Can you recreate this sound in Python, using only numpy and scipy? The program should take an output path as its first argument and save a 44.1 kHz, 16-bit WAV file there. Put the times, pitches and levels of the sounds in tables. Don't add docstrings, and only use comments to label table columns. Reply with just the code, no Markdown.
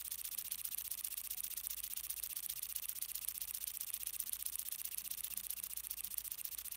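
import sys
import numpy as np
from scipy import signal
from scipy.fft import rfft, irfft
from scipy.io import wavfile

SR = 44100
rng = np.random.default_rng(int(sys.argv[2]) if len(sys.argv) > 2 else 0)


def int16_out(signal):
    q = np.round(np.clip(np.atleast_2d(signal).T, -1, 1) * 32767)
    wavfile.write(sys.argv[1], SR, q.astype(np.int16))


def makeup_ratio(level_db):
    decades = np.asarray(level_db, float) / 20
    return 10 ** decades


N = 298116

# time in seconds, turns done; a turn begins with the rod knock.
CRANK = [(-.0132, 0), (.253, 2), (.5209, 4), (.7854, 6), (1.3109, 10), (1.5765, 12), (1.9744, 15),
         (2.3686, 18), (2.5007, 19), (2.8938, 22), (3.8104, 29), (4.5944, 35), (4.9838, 38), (5.5061, 42),
         (5.6389, 43), (5.7744, 44), (6.3186, 48), (6.857, 52)]

# place in the turn (0-1), flow in dB, sharpness of the jet in dB.
PORTS = [(.03, 3, .3), (.12, -2.5, 2.2), (.165, .8, 1.3), (.195, 5, -5.5), (.215, -2.5, -4),
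         (.24, -10, 2.5), (.32, -25, 2.7), (.405, -31, 2.5), (.425, -11.1, .3), (.445, -2.5, -1.3),
         (.48, .4, .1), (.63, -.3, 0), (.695, -6.6, -2.1), (.725, -20, 5.5), (.865, -32, -1), (.9, -11, -6),
         (.945, .7, -5), (.975, 4.8, -5.2)]
# level at full flow in dB, share of the flow swing, share of the sharpness.
AIR_LAYERS = [
    (-60, 0.62, -1),
    (-55, 1.02, -0.15),
    (-53, 0.78, -0.068),
    (-48, 1.3, 0.62),
]
# frequency in Hz, density in dB per Hz.
GUSH_COLOUR = [(1300, -20.5), (2100, -9.5), (2900, -3), (3500, 0.5), (4100, -2), (4700, -3.5)]
RUSH_COLOUR = [(3800, -21.5), (4400, -4), (4950, -3), (5500, 1.5), (6300, 0.5), (7000, -1), (7700, -7),
               (8300, -28)]
JET_COLOUR = [(7300, -15), (8000, -6.5), (8700, -1), (9800, -5), (10500, -3.5), (11300, -11.5),
              (12000, 1.5), (12800, -24)]
LEAK_COLOUR = [(11200, -30), (12000, -11), (13000, -2), (14500, 0), (15700, 1), (16000, -29), (16500, -40)]
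SPILL_COLOUR = [(350, 0), (700, -22.5), (1100, 3.5), (1600, 3.5), (2300, 4)]
SPILL_DB, SPILL_LAG_TURN = -14.5, 0.045
# time in seconds, level in dB.
SUPPLY = [(0, 0.5), (1.7, 1), (2.6, -0.1), (5.4, -0.5), (5.9, -1), (6.6, -0.7), (6.76, -1.5)]
DULL_CEILING_DB, DULL_FOLLOWS, WHISTLE_FOLLOWS = -0.17, 2.7, 1.9
# time in seconds, dB the second puff's bright air gains and the first loses.
SWING = [(5.3, 0.063), (6.3, 1.5)]
JET_FACING_DB = 1.55
# time in seconds, level in dB.
LEAK_FACING = [(0.5, 0), (3.5, 0.7), (6.6, -0.7)]
# place in the turn (0-1), pitch in Hz, level in dB.
WHISTLES = [
    [(.01, 1300, -85), (.07, 2500, -69), (.12, 2950, -67), (.17, 2750, -70), (.2, 2300, -85)],
    [(.45, 2200, -80), (.5, 3200, -67), (.53, 3700, -63), (.58, 4200, -66), (.63, 4200, -67),
     (.66, 3900, -85)],
    [(.49, 2400, -85), (.56, 2750, -73), (.605, 2880, -61.5), (.64, 2680, -60), (.675, 2200, -70),
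     (.7, 1900, -85)],
]
LOW_WHISTLE_DB, LOW_WHISTLE_SCATTER_DB, CHOKED_DB, HIGH_WHISTLE_SCATTER_DB = 4.5, 1.6, -11, 1.5
CHOKED_TURNS = [0, 1, 7, 9, 12, 18, 22, 25, 28, 32, 33, 34, 35, 39, 41, 44, 46, 47, 49, 50]

# frequency in Hz, density in dB per Hz.
ROOM_COLOUR = [(20, -6), (40, 3.5), (64, 10.5), (100, 5.5), (200, 1.5), (500, -4.5), (1190, -2),
               (1790, -6.5), (2760, 0), (4870, -17.5), (7510, -11.5), (8360, -6.5), (14800, -12),
               (16000, -22)]
ROOM_DB, MOTOR_HZ, MOTOR_DB = -68.5, 54, -71.5
# time in seconds, pitch in Hz, level in dB, length in seconds.
FAR_HUMS = [(0.44, 155, -74, .12), (0.523, 196.7, -74.5, 0.17), (1.36, 750, -72, 0.095),
            (1.447, 196, -77, 0.18), (2.544, 136, -71, 0.13), (4.228, 220, -75, 0.15),
            (5.054, 196.4, -73, 0.18), (5.37, 197, -69, 0.14), (5.6, 187, -73, 0.15),
            (6.084, 198, -71, 0.1)]

# pitch in Hz, t60 in seconds, then level in dB under rod, valve and return knocks.
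LINKS = [(8340, 0.006, -15, -7, -10.5), (9620, 0.003, -2, -1.5, -4.5), (11090, 0.0017, 0.5, 1, -0.5),
         (12420, 0.0041, -8, -0.5, -3.5), (13240, 0.0012, -17.5, 5, 0), (15300, 0.0041, -24, -9, -19),
         (14600, .0016, -17, -23, -37)]
# pitch in Hz, t60 in seconds, level in dB.
BOARD = [(570, 0.0062, -15.5), (1187, 0.0083, -3.5), (1965, 0.0079, -4.5), (2590, 0.0058, 1.5),
         (3380, 0.0036, 1.5), (6000, 0.0029, -3), (1229, 0.047, -16), (1652, 0.029, -23)]
BOARD_DB = -2
# pitch in Hz, t60 in seconds, level in dB.
THUMP = [(612, 0.016, -6), (873, 0.035, -10.5), (1155, 0.013, -3.5)]
THUMP_DB = -38
RISE_S = .00045

TOUCH_TURN = [.195, .452, .805, .85, .942]
# ring in dB, thud in dB.
TOUCH_DB = [(-52, -52), (-39, -54), (-46, -60), (-57, -63), (-35, -66)]
TOUCH_SCATTER_TURN = .003
# time in seconds, level in dB.
TOUCH_FADE = [(5.3, -1.5), (6.2, -8)]

# time in seconds, then rod, valve and return knock in dB.
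PLAY = [(0, -21, -33, -27), (.6, -19.5, -29.5, -27), (1.05, -20, -29.5, -28), (1.3, -22, -30.5, -27.5),
        (1.9, -22, -31, -27), (2.3, -20.3, -30, -26.5), (2.65, -20.5, -32, -26.5), (3.1, -18.5, -32, -25.5),
        (3.65, -21, -32.5, -22.5), (4.0, -18.3, -31.3, -24), (4.42, -16.5, -31.5, -24.5),
        (4.75, -20.8, -30.5, -23.5), (5.1, -20, -32.5, -26.5), (5.4, -18, -32.5, -23.5),
        (5.55, -19, -26.5, -26), (5.95, -18.5, -32, -24.3), (6.25, -18, -36.5, -23), (6.7, -22, -36, -28)]
KNOCK_SCATTER_DB, KNOCK_SCATTER_TURN = .5, .0015
# delay in ms, level in dB.
CHATTER = [(.55, -12), (1.0, -19), (4.4, -32), (7.2, -35)]
# time in seconds, place in the turn (0-1).
VALVE_TURN = [(5.38, .268), (5.5, .226), (5.95, .228), (6.18, .261), (6.46, .268), (6.58, .236)]
VALVE_THUD_DB = -48.5
RETURN_TURN, RETURN_THUD_DB, THUD_SCATTER_DB = .7075, -45, 1.1
# delay in ms, its scatter in ms, level in dB, its scatter in dB.
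VALVE_REBOUND, RETURN_REBOUND = (2.4, .75, -41, 3), (1.6, .2, -31.5, 2.5)
# time in seconds, dB per higher mode.
RETURN_DULLER = [(5.3, 0), (6.3, -1.2)]
# time in seconds, extra level in dB.
ODD_RETURN = [(.08, 2), (.61, 1.5), (.75, 6), (1.4, 5.5), (1.67, 7.5), (1.8, 2), (1.94, 3.5), (2.07, -3.5),
              (2.46, 4), (2.99, -1), (3.38, 0.5), (3.51, 0.5), (4.16, 0.5), (4.56, 2.2), (4.69, -0.3),
              (5.47, 0), (6.14, 0), (6.28, -2.5)]
ROD_THUD_DB = -36.5
# time in seconds, dB per higher mode.
ROD_BRIGHTER = [(5.3, 1.15), (6.2, 5)]
# time in seconds, extra level in dB.
ODD_ROD = [(.25, -3), (.39, 1), (.79, -1.5), (1.05, 2), (1.18, -1.5), (2.63, -1.5), (2.76, 1.5),
           (3.02, 1.5), (3.16, -2.3), (3.29, 1.5), (4.72, -1.5), (5.64, -1.5), (6.18, 2.3), (6.32, -1.2),
           (6.45, 1.2), (6.59, -1.7)]


def follow(curve, s):
    return np.interp(s, *np.transpose(curve))


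def rms_one(x):
    return x / np.sqrt(np.mean(x ** 2) + 1e-20)


def noise(spectrum):
    hz, db = np.transpose(spectrum)
    bins = np.arange(N // 2 + 1) * SR / N + 1e-3
    gain = makeup_ratio(np.interp(np.log(bins), np.log(hz), db, left=-90, right=-90))
    return rms_one(irfft(rfft(rng.standard_normal(N)) * gain, N))


def drift(rate_hz):
    r = np.exp(-2 * np.pi * rate_hz / SR)
    return rms_one(signal.lfilter([1], [1, -2 * r, r * r], rng.standard_normal(N + SR))[SR:])


def narrow(hz, width_hz, steady=0):
    phase = 2 * np.pi * np.cumsum(hz * np.ones(N)) / SR
    return rms_one((steady + drift(width_hz)) * np.cos(phase) + drift(width_hz) * np.sin(phase))


def ring(clicks, hz, t60):
    r, w = makeup_ratio(-60 / (t60 * SR)), 2 * np.pi * hz / SR
    return signal.lfilter([0, np.sin(w)], [1, -2 * r * np.cos(w), r * r], clicks + 1e-18)


def strike(times, levels_db, modes, spread_db, tilt_db=0):
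    at = np.round((times - RISE_S) * SR).astype(int)
    inside = (at >= 0) & (at < N)
    luck = rng.standard_normal((len(at), len(modes)))
    out = np.zeros(N)
    for k, (hz, t60, mode_db) in enumerate(modes):
        height = makeup_ratio(levels_db + mode_db + tilt_db * k + spread_db * luck[:, k])
        clicks = np.zeros(N)
        np.add.at(clicks, at[inside], height[inside])
        out += (-1) ** k * ring(clicks, hz, t60)
    return out


def crank():
    s, done = np.transpose(CRANK)
    ends = np.interp(np.arange(done[-1] + 1), done, s)
    return ends[:-1], np.diff(ends), np.interp(np.arange(N) / SR, s, done)


def exhaust(turns):
    t = np.arange(N) / SR
    at, *columns = np.transpose(PORTS)
    flow_db, sharp_db = [np.interp(turns % 1, at, c, period=1) for c in columns]
    gush_db, rush_db, jet_db, leak_db = [
        db + follows * flow_db + sharpens * sharp_db for db, follows, sharpens in AIR_LAYERS]
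    supply_db = follow(SUPPLY, t)
    dull_db = DULL_FOLLOWS * np.minimum(supply_db, DULL_CEILING_DB) + 0.27 * drift(3.3)
    second = -np.cos(2 * np.pi * (turns - .07))
    bright_db = supply_db + follow(SWING, t) * second
    eddies_db = np.minimum(1.0 * drift(250) + .7 * drift(900) ** 2 - .7, 6)
    spill_db = np.interp(turns - SPILL_LAG_TURN, turns, gush_db) + SPILL_DB
    jet_db = jet_db + JET_FACING_DB * second + bright_db
    leak_db = leak_db + follow(LEAK_FACING, t) + bright_db
    out = makeup_ratio(rush_db + dull_db + eddies_db + 0.44 * drift(40)) * noise(RUSH_COLOUR)
    out += makeup_ratio(gush_db + dull_db + eddies_db + 1.6 * drift(60)) * noise(GUSH_COLOUR)
    out += makeup_ratio(spill_db + 2.6 * drift(50)) * noise(SPILL_COLOUR)
    out += makeup_ratio(jet_db + eddies_db + 2.2 * drift(120)) * noise(JET_COLOUR)
    out += makeup_ratio(leak_db + eddies_db + 1.0 * drift(120)) * noise(LEAK_COLOUR)
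    return out


def port_whistles(turns):
    turn = turns.astype(int)
    luck = rng.standard_normal((turn.max() + 1, 2))[turn]
    choke_db = CHOKED_DB * np.isin(turn, CHOKED_TURNS)
    low_db = LOW_WHISTLE_DB + LOW_WHISTLE_SCATTER_DB * luck[:, 0] + choke_db
    supply_db = follow(SUPPLY, np.arange(N) / SR)
    high_db = WHISTLE_FOLLOWS * supply_db + HIGH_WHISTLE_SCATTER_DB * luck[:, 1]
    out = np.zeros(N)
    for rows, strength_db in zip(WHISTLES, (low_db - 1.5, high_db, low_db)):
        at, hz, db = np.transpose(rows)
        pitch = np.interp(turns % 1, at, hz) * (1 + .012 * drift(6))
        level_db = np.interp(turns % 1, at, db, left=-120, right=-120) + strength_db
        out += makeup_ratio(level_db) * narrow(pitch, width_hz=120, steady=4)
    return out


def workshop():
    t = np.arange(N) / SR
    hum = np.sqrt(2) * np.sin(2 * np.pi * np.cumsum(MOTOR_HZ + 0.755 * drift(3.6)) / SR)
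    out = makeup_ratio(MOTOR_DB) * (hum * makeup_ratio(1.2 * drift(4)) + .4 * narrow(MOTOR_HZ + 1.5, width_hz=7))
    out += makeup_ratio(-89.5) * narrow(198, width_hz=5.7)
    for s, hz, db, length in FAR_HUMS:
        swell = np.exp(-(2 * (t - s) / length) ** 2)
        out += makeup_ratio(db) * swell * np.sin(2 * np.pi * hz * t)
    return out + makeup_ratio(ROOM_DB) * noise(ROOM_COLOUR)


def touches(start, length):
    luck = rng.standard_normal((len(start), len(TOUCH_TURN), 3))
    times = start[:, None] + (TOUCH_TURN + TOUCH_SCATTER_TURN * luck[..., 0]) * length[:, None]
    ring_db, thud_db = np.transpose(TOUCH_DB)
    ring_db = ring_db + follow(TOUCH_FADE, times) + 2.2 * luck[..., 1]
    thud_db = thud_db + 2.0 * luck[..., 2]
    links = strike(times.ravel(), ring_db.ravel(), [m[:3] for m in LINKS], spread_db=2.5)
    board = strike(times.ravel(), thud_db.ravel(), BOARD, spread_db=1.8)
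    return np.array([links, board])


def force_db(times, play_db, odd):
    db = np.interp(times, np.transpose(PLAY)[0], play_db)
    db = db + KNOCK_SCATTER_DB * rng.standard_normal(len(times))
    for s, extra_db in odd:
        db[np.abs(times - s).argmin()] += extra_db
    return db


def bounce(rule, times, db):
    ms, scatter_ms, level_db, scatter_db = rule
    luck = rng.standard_normal((len(db), 2))
    level_db = level_db + follow(TOUCH_FADE, times) + 1.5 + scatter_db * luck[:, 1]
    return np.clip(ms + scatter_ms * luck[:, 0], 1, 3.5), np.minimum(level_db - db, -1)


def knock(times, db, rebound_ms, rebound_db, thud_db, link_column, tilt):
    luck = rng.standard_normal((len(times), len(CHATTER), 2))
    hits = np.concatenate([times, times + rebound_ms / 1000])
    blows, blows_db = [hits], [db, db + rebound_db]
    for j, (ms, less_db) in enumerate(CHATTER):
        blows.append(times + ms / 1000 * (1 + 0.078 * luck[:, j, 0]))
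        blows_db.append(db + less_db + 0.77 * luck[:, j, 1])
    blows, blows_db = np.concatenate(blows), np.concatenate(blows_db)
    tilt_db = follow(tilt, blows)
    modes = [(m[0], m[1], m[link_column]) for m in LINKS]
    links = strike(blows, blows_db - 3 * tilt_db, modes, spread_db=1.0, tilt_db=tilt_db)
    thuds_db = BOARD_DB + np.concatenate([thud_db, thud_db + rebound_db - 4])
    return np.array([links, strike(hits, thuds_db, BOARD, spread_db=1.6)])


def valve_knocks(start, length):
    scatter = KNOCK_SCATTER_TURN * rng.standard_normal(len(start))
    times = start + (follow(VALVE_TURN, start) + scatter) * length
    db = force_db(times, np.transpose(PLAY)[2] - 2.5, [])
    rebound_ms, rebound_db = bounce(VALVE_REBOUND, times, db)
    thud_db = VALVE_THUD_DB + 0 * start
    return knock(times, db, rebound_ms, rebound_db, thud_db, link_column=3, tilt=[(0, 0)])


def return_knocks(start, length):
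    luck = rng.standard_normal((len(start), 2))
    times = start + (RETURN_TURN + KNOCK_SCATTER_TURN * luck[:, 0]) * length
    db = force_db(times, np.transpose(PLAY)[3], ODD_RETURN)
    rebound_ms, rebound_db = bounce(RETURN_REBOUND, times, db)
    thud_db = RETURN_THUD_DB + THUD_SCATTER_DB * luck[:, 1]
    return knock(times, db, rebound_ms, rebound_db, thud_db, link_column=4, tilt=RETURN_DULLER)


def rod_knocks(start):
    db = force_db(start, np.transpose(PLAY)[1] + 1.0, ODD_ROD)
    rebound_ms, rebound_db = 1.0 + 0 * start, -22 + 0 * start
    links, board = knock(start, db, rebound_ms, rebound_db, db + ROD_THUD_DB, link_column=2, tilt=ROD_BRIGHTER)
    return np.array([links, board + strike(start, db + THUMP_DB, THUMP, spread_db=1.2)])


def small_parts(x):
    links, board = x
    links = signal.sosfilt(signal.butter(6, 7800, "high", fs=SR, output="sos"), links)
    return links + signal.sosfilt(signal.butter(2, 450, "high", fs=SR, output="sos"), board)


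def bench(x, t60=.06, wet_db=-26):
    t = np.arange(round(.12 * SR)) / SR
    tail = rng.standard_normal(len(t)) * makeup_ratio(-60 * t / t60) * (t > .0015)
    tail = tail / np.sqrt(np.sum(tail ** 2))
    return x + makeup_ratio(wet_db) * signal.fftconvolve(x, tail)[:N]


def scene():
    start, length, turns = crank()
    air = exhaust(turns) + port_whistles(turns)
    contacts = touches(start, length) + valve_knocks(start, length)
    contacts = contacts + return_knocks(start, length) + rod_knocks(start)
    engine = air + small_parts(contacts)
    return (bench(engine) + workshop()) * makeup_ratio(np.array([[-1.68], [1.37]]))


def low_pass(x):
    return signal.sosfilt(signal.butter(12, 17000, fs=SR, output="sos"), x)


def record(dry):
    mix = signal.sosfilt(signal.cheby2(10, 50, 16700, fs=SR, output="sos"), dry)
    return low_pass(mix)


dry = scene()
out = record(dry)
int16_out(out)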